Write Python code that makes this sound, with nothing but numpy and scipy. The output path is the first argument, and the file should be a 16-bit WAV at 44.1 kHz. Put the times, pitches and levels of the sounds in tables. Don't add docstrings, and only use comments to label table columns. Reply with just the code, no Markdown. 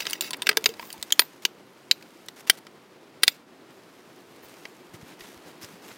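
import sys
import numpy as np
from scipy import signal
from scipy.fft import rfft, irfft
from scipy.io import wavfile
from scipy.ndimage import uniform_filter1d

SR = 44100
rng = np.random.default_rng(int(sys.argv[2]) if len(sys.argv) > 2 else 0)


def bounce(signal):
    frames = np.transpose(np.atleast_2d(signal))
    limited = np.clip(frames, -1, 1)
    pcm = np.round(limited * 32767).astype(np.int16)
    wavfile.write(sys.argv[1], SR, pcm)


N = 263395
TIME = np.arange(N) / SR


def gain_of(db):
    return 10 ** (np.asarray(db) / 20)


def unit_rms(x):
    return x / np.sqrt(np.mean(x ** 2) + 1e-20)


def unit_burst(x):
    return x / np.sqrt(np.sum(x ** 2) / (.01 * SR) + 1e-20)


def level(curve):
    return gain_of(np.interp(TIME, *np.transpose(curve)))


def add(mix, s, sound):
    part = mix[max(round(s * SR), 0):][:len(sound)]
    part += sound[:len(part)]


def band(x, low_hz, high_hz, order=2):
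    return signal.sosfilt(signal.butter(order, [low_hz, high_hz], "band", fs=SR, output="sos"), x)


def resonate(x, hz, width_hz):
    r = np.exp(-np.pi * width_hz / SR)
    return signal.lfilter([1, 0, -1], [1, -2 * r * np.cos(2 * np.pi * hz / SR), r * r], x)


def coloured(x, colour):
    hz, db = np.transpose(colour)
    bin_db = np.interp(np.log(np.fft.rfftfreq(N, 1 / SR) + 1), np.log(hz), db)
    return unit_rms(irfft(rfft(x) * gain_of(bin_db), N))


def dying(t, t60):
    return np.exp(-np.log(1000) * t / t60)


def waver(depth_db, span_s):
    drift = uniform_filter1d(rng.standard_normal(N), int(span_s * SR))
    return gain_of(depth_db * unit_rms(drift))


def rough_noise(depth_db, span_s):
    return unit_rms(waver(depth_db, span_s) * rng.standard_normal(N))


def swells(rows, skew, fullness):
    out = np.zeros(N)
    for s, length, db in rows:
        arch = abs(np.sin(np.pi * np.linspace(0, 1, round(length * SR)) ** skew))
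        add(out, s, gain_of(db) * arch ** (1 / fullness))
    return out


# t/s, length/s, level/dB
HISSES = [(0, .04, -36.5), (.065, 0.14, -46.5), (.216, .085, -38), (.461, 0.028, -39), (.688, 0.04, -46.5),
          (.895, .08, -55.5), (2.472, .025, -46), (3.222, 0.021, -44.5), (3.267, 0.038, -40.5),
          (3.305, 0.036, -51.5)]
# f/Hz, width/Hz, level/dB
HISS_MODES = [(2190, 110, -5), (2710, 170, 0.5), (3730, 240, -2), (4350, 260, -9.5), (4800, 250, -4.5),
              (5700, 67, -6), (6760, 70, -17), (7340, 70, -13.5), (9900, 260, -11.5), (14100, 250, -8),
              (15230, 380, -6.5)]


def ringing_hiss():
    noise = rough_noise(depth_db=3.5, span_s=.0015)
    song = sum(gain_of(db) * unit_rms(resonate(noise, hz, width)) for hz, width, db in HISS_MODES)
    return swells(HISSES, skew=.55, fullness=1.4) * unit_rms(song)


# t/s, level/dB
RUSTLE = [(0, -75), (.75, -57), (1.15, -53.5), (1.55, -67), (2.15, -61), (2.6, -66.5), (3.55, -80),
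          (3.72, -64.5), (4.4, -61), (5.97, -61.5)]
# t/s, length/s, level/dB
RUBS = [(0, 0.017, -39.5), (.04, 0.038, -46), (.07, 0.065, -43), (.12, 0.048, -49), (.255, .055, -48),
        (.605, 0.04, -57), (.79, .09, -51), (1.42, .03, -49), (2.005, .03, -64), (2.362, 0.029, -50.5),
        (2.388, 0.029, -48), (2.468, .028, -43), (2.53, 0.035, -51), (2.572, 0.021, -47),
        (3.34, 0.031, -52), (4.43, 0.29, -55), (4.935, .035, -50), (5.04, .11, -54.5), (5.195, 0.097, -50),
        (5.27, 0.11, -53.5), (5.46, 0.068, -52.5), (5.612, 0.054, -44.5), (5.66, 0.11, -54),
        (5.82, 0.18, -51)]
# f/Hz, level/dB
CLOTH_COLOUR = [(100, -18), (400, 1), (900, 3.5), (2200, 4.5), (4000, 0.5), (6000, 0), (8000, -3),
                (12000, -6), (14500, -4.5), (16000, -15)]


def cloth(crackles_per_s=35, crackle_db=15):
    friction = rough_noise(depth_db=2.2, span_s=.0015)
    creases = (rng.random(N) < crackles_per_s / SR) * rng.uniform(.2, 1, N)
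    crackle = signal.oaconvolve(creases, dying(TIME[:512], t60=.0065))[:N] * rng.standard_normal(N)
    rustle = level(RUSTLE) * waver(depth_db=1, span_s=.073)
    rubs = swells(RUBS, skew=.6, fullness=2.1)
    envelope = np.sqrt(rustle ** 2 + rubs ** 2 + cloth_shake() ** 2)
    return envelope * coloured(friction + gain_of(crackle_db) * crackle, CLOTH_COLOUR)


# t/s, level/dB
AIR = [(0, -49), (.65, -46.5), (.8, -49.5), (1.3, -52.5), (3.55, -52.5), (3.75, -52), (5.97, -49)]
# f/Hz, level/dB
AIR_COLOUR = [(15, -85.5), (25, -46.5), (108, -14), (145, -6.5), (200, -4.5), (363, 0), (427, -4),
              (560, -7), (695, -9), (988, -10.5), (5140, -23.5), (5880, -27.5), (7110, -29.5),
              (11300, -33.5), (16000, -37)]


def air():
    return level(AIR) * coloured(rough_noise(depth_db=1, span_s=.036), AIR_COLOUR)


def contact(chatter_s):
    t = TIME[:2048]
    rattle = rng.standard_normal(len(t)) * dying(np.maximum(t - chatter_s, 0), t60=.0082)
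    impact = 1. * (t == 0)
    return unit_burst(rattle) + .5 * unit_burst(impact)


def click(chatter_s, pitches, knock_db, hub_db, rim_db, purity_db=0, sizzle_db=2):
    blow = contact(chatter_s)
    knock = unit_burst(band(blow, 350, 630)) + unit_burst(band(contact(chatter_s), 820, 1200))
    hub = band(blow, 1450, 2700, order=3)
    socket = band(contact(chatter_s), 2550, 5400, order=3)
    rim = band(blow, 4300, 10800, order=3) + gain_of(sizzle_db) * band(blow, 13800, 17500)
    out = gain_of(knock_db) * unit_burst(knock)
    for skirt, hz, db in zip([hub, socket, rim], pitches, [hub_db, 0, rim_db]):
        core = unit_burst(resonate(contact(chatter_s), hz, width_hz=260))
        out += gain_of(db) * unit_burst(unit_burst(skirt) + gain_of(purity_db) * core)
    return out


# f/Hz, level/dB, t60/s
TUBE_MODES = [(2590, -15.5, 0.061), (4190, -6, .045), (4790, -11.5, 0.048), (6700, -17.5, 0.083),
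              (7194, -11, 0.088), (9500, -13, 0.083), (13750, 3, 0.082), (13800, -6.5, 0.14),
              (14300, -8.5, 0.092), (15100, -5, .05)]


def ring(tubes=6, detune=.013):
    t = TIME[:SR // 10]
    hz, db, t60 = np.transpose(TUBE_MODES)[:, :, None]
    mistuning, phase = rng.standard_normal((2, tubes, len(TUBE_MODES), 1))
    turns = hz * (1 + detune * mistuning) * t + phase
    clusters = np.sin(2 * np.pi * turns).sum(0) / np.sqrt(tubes)
    return (gain_of(db) * dying(t, t60) * clusters).sum(0)


# t/s, chatter/s, level/dB, f/Hz, brightness/dB
TAPS = [(.0045, 0.0036, -29.5, 2830, 2.5), (0.0212, .001, -42, 2900, -5), (.0535, 0.0023, -38, 3900, -2),
        (.068, 0.0012, -29, 2950, 1), (0.0989, .0003, -39.5, 4600, 9.5), (0.108, .0006, -41, 4530, 15),
        (0.1523, 0.0045, -45.5, 2850, -9), (0.2222, .002, -36, 4430, 0), (0.2437, 0.0018, -40, 4580, -1),
        (.3074, .0003, -35.5, 4580, 7), (0.3323, 0.0042, -30, 3600, 0.5), (.3432, .0003, -41.5, 2700, -14),
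        (0.4283, .003, -43, 3700, -2), (0.5127, 0.0051, -37, 2680, -13), (.529, .0003, -43, 3080, -7),
        (.6905, 0.0016, -41, 3100, 7), (0.7392, .0005, -48, 3890, 0), (.7956, 0.00035, -42, 2650, -11),
        (0.8268, 0.0018, -50, 2630, -13), (0.9033, 0.00065, -42, 3150, 3.5), (0.928, .0003, -44, 4360, 15),
        (1.027, 0.00014, -31.5, 3740, 7), (1.105, 0.0027, -39, 3150, -1.5),
        (1.218, 0.0022, -34.5, 3950, -4.5), (2.0253, .0008, -50.5, 2430, 4), (2.285, .001, -38.5, 3790, 0),
        (2.6683, .0003, -50.5, 3040, -8.5), (4.6536, 0.0012, -43.5, 2580, -12.5),
        (4.9406, 0.0024, -62, 2880, -9), (5.208, 0.0024, -49.5, 2900, -8)]


def taps(hub_hz=2000, rim_ratio=2.12, ring_db=-25):
    out = np.zeros(N)
    for s, chatter_s, db, hz, bright_db in TAPS:
        loss_db = .7 * bright_db
        tap = click(chatter_s, [hub_hz, hz, hz * rim_ratio],
                    knock_db=-12.5 - loss_db, hub_db=-5 - loss_db, rim_db=-8.5 + bright_db)
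        add(out, s, gain_of(db) * tap)
        add(out, s, gain_of(db + ring_db + bright_db) * ring())
    return out


# t/s, chatter/s, level/dB, hub f/Hz, socket f/Hz, rim f/Hz,
# knock/dB, hub/dB, rim/dB (these three relative to the level), purity/dB, ring level/dB
SNAPS = [(0.1318, 0.00057, -28.5, 2140, 2880, 6060, -26, -5, -1, .5, -56),
         (0.209, .0004, -26, 2120, 2800, 7100, -22, -23, -0.5, 0, -32),
         (.4202, 0.00077, -29.5, 2590, 3600, 8770, -22, -3.5, -4, 5, -46.5),
         (.469, 0.002, -23, 1930, 3370, 6900, -13.5, -1.5, -7.5, -10, -58),
         (.491, 0.0039, -18.5, 1950, 4850, 8270, -17, 1, -6, -4, -53),
         (0.5713, .001, -19, 1580, 3460, 6100, -11.5, -5, -2, -2, -45),
         (0.6419, .0003, -31, 2130, 3300, 6940, -14, -9, -4, 1, -42),
         (0.6587, 0.0033, -15.5, 1800, 3620, 6370, -17, -4, -8.5, 0.5, -31),
         (1.1231, 0.0014, -17, 1520, 3250, 6700, -33, -16.5, -2, 2, -42),
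         (1.1938, 0.00062, -11.5, 1683, 4320, 9910, -14.5, -4.5, -6, 0, -20),
         (1.4512, 0.0022, -18, 2100, 2880, 6610, -17, -9.5, -8.5, -4.5, -47),
         (1.9123, 0.00087, -12.5, 2430, 4020, 7110, -30, -10, -10.5, 4.5, -41),
         (2.4978, .002, -12, 2020, 3150, 9250, -18, -3.5, -3, -3, -49.5),
         (3.2337, 0.0025, -15.5, 2010, 3800, 9640, -17, -4.5, -3.5, -3, -45),
         (3.2793, 0.0003, -12.5, 2150, 3420, 9700, -22, -4, -9, -4.5, -35)]


def snaps():
    out = np.zeros(N)
    for s, chatter_s, db, *pitches, knock_db, hub_db, rim_db, purity_db, ring_db in SNAPS:
        add(out, s, gain_of(db) * click(chatter_s, pitches, knock_db, hub_db, rim_db, purity_db))
        add(out, s, gain_of(ring_db) * ring())
    return out


def cloth_shake(relative_db=-42):
    out = np.zeros(N)
    for s, _, db, *_ in SNAPS:
        add(out, s, gain_of(db + relative_db) * dying(TIME[:SR], t60=.35))
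    return out


# t/s, f/Hz, level/dB
FLEXES = [(.308, 1035, -36), (.334, 1016, -47), (.421, 990, -38), (.47, 358, -40), (.493, 423, -31.5),
          (.573, 442, -30), (.66, 426, -34.5), (.691, 457, -32.5), (.796, 930, -34.5), (0.828, 1056, -36.5),
          (.941, 893, -42), (1.219, 950, -40)]


def flexes(cycles=45):
    out, t = np.zeros(N), TIME[:SR // 4]
    for s, hz, db in FLEXES:
        tone = np.sqrt(2) * np.sin(2 * np.pi * hz * t)
        add(out, s, gain_of(db) * dying(t, cycles / hz) * tone)
    return out


# t/s, length/s, f/Hz, width/Hz, level/dB
SCUFFS = [(0.367, 0.0074, 11000, 7000, -44), (0.77, .2, 14800, 1500, -52), (2.258, 0.012, 8000, 9000, -52),
          (4.42, 0.048, 15000, 2000, -54), (5.006, 0.029, 1800, 2500, -54.5),
          (5.065, .098, 2000, 1500, -55.5), (5.232, 0.035, 1270, 2000, -50.5),
          (5.617, .013, 13800, 2500, -49), (5.616, .04, 5100, 700, -46.5),
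          (5.901, 0.025, 1350, 1180, -46.5)]


def scuffs():
    out = np.zeros(N)
    friction = rough_noise(depth_db=2.2, span_s=.0015)
    for s, length, hz, width, db in SCUFFS:
        stroke = resonate(friction[round(s * SR):][:round(length * SR)], hz, width)
        add(out, s, gain_of(db) * unit_rms(stroke) * signal.windows.cosine(len(stroke)))
    return out


# t/s, f/Hz, level/dB
THUDS = [(.985, 150, -51), (4.441, 103, -59), (4.886, 60, -68), (4.939, 168, -42), (5.025, 136, -45),
         (5.201, 60, -60), (5.243, 250, -50), (5.36, 86, -55), (5.631, 171, -47), (5.735, 260, -46.5),
         (5.908, 160, -52)]


def thuds():
    out, t = np.zeros(N), TIME[:SR // 6]
    for s, hz, db in THUDS:
        push = rng.standard_normal(len(t)) * t * dying(t, t60=.023)
        add(out, s, gain_of(db) * unit_burst(band(push, hz * .53, hz * 1.33)))
    return out


def surroundings(x, echo_s=.0031, echo_db=-9, scatter_db=-13, tail_db=-41):
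    t = TIME[:SR // 2]
    scatter, tail = rng.standard_normal((2, len(t)))
    scatter *= dying(t, t60=.034) * (t > .002)
    tail = band(tail, 300, 9000, order=1) * dying(t, t60=.3) * (t > .012)
    response = gain_of(scatter_db) * scatter / np.linalg.norm(scatter)
    response += gain_of(tail_db) * tail / np.linalg.norm(tail)
    response[0] += 1
    response[round(echo_s * SR)] += gain_of(echo_db)
    return signal.fftconvolve(x, response)[:N]


def scene():
    metallic = ringing_hiss() + taps() + snaps() + flexes()
    return (surroundings(metallic) + cloth() + air() + scuffs() + thuds())[None]


def record(dry, cutoff_hz=16100):
    clipped = np.clip(dry, -1.05, .75)
    low_pass = signal.firwin(511, cutoff_hz, window=("kaiser", 8), fs=SR)
    return signal.oaconvolve(clipped, low_pass[None], "same")


dry = scene()
out = record(dry)
bounce(out)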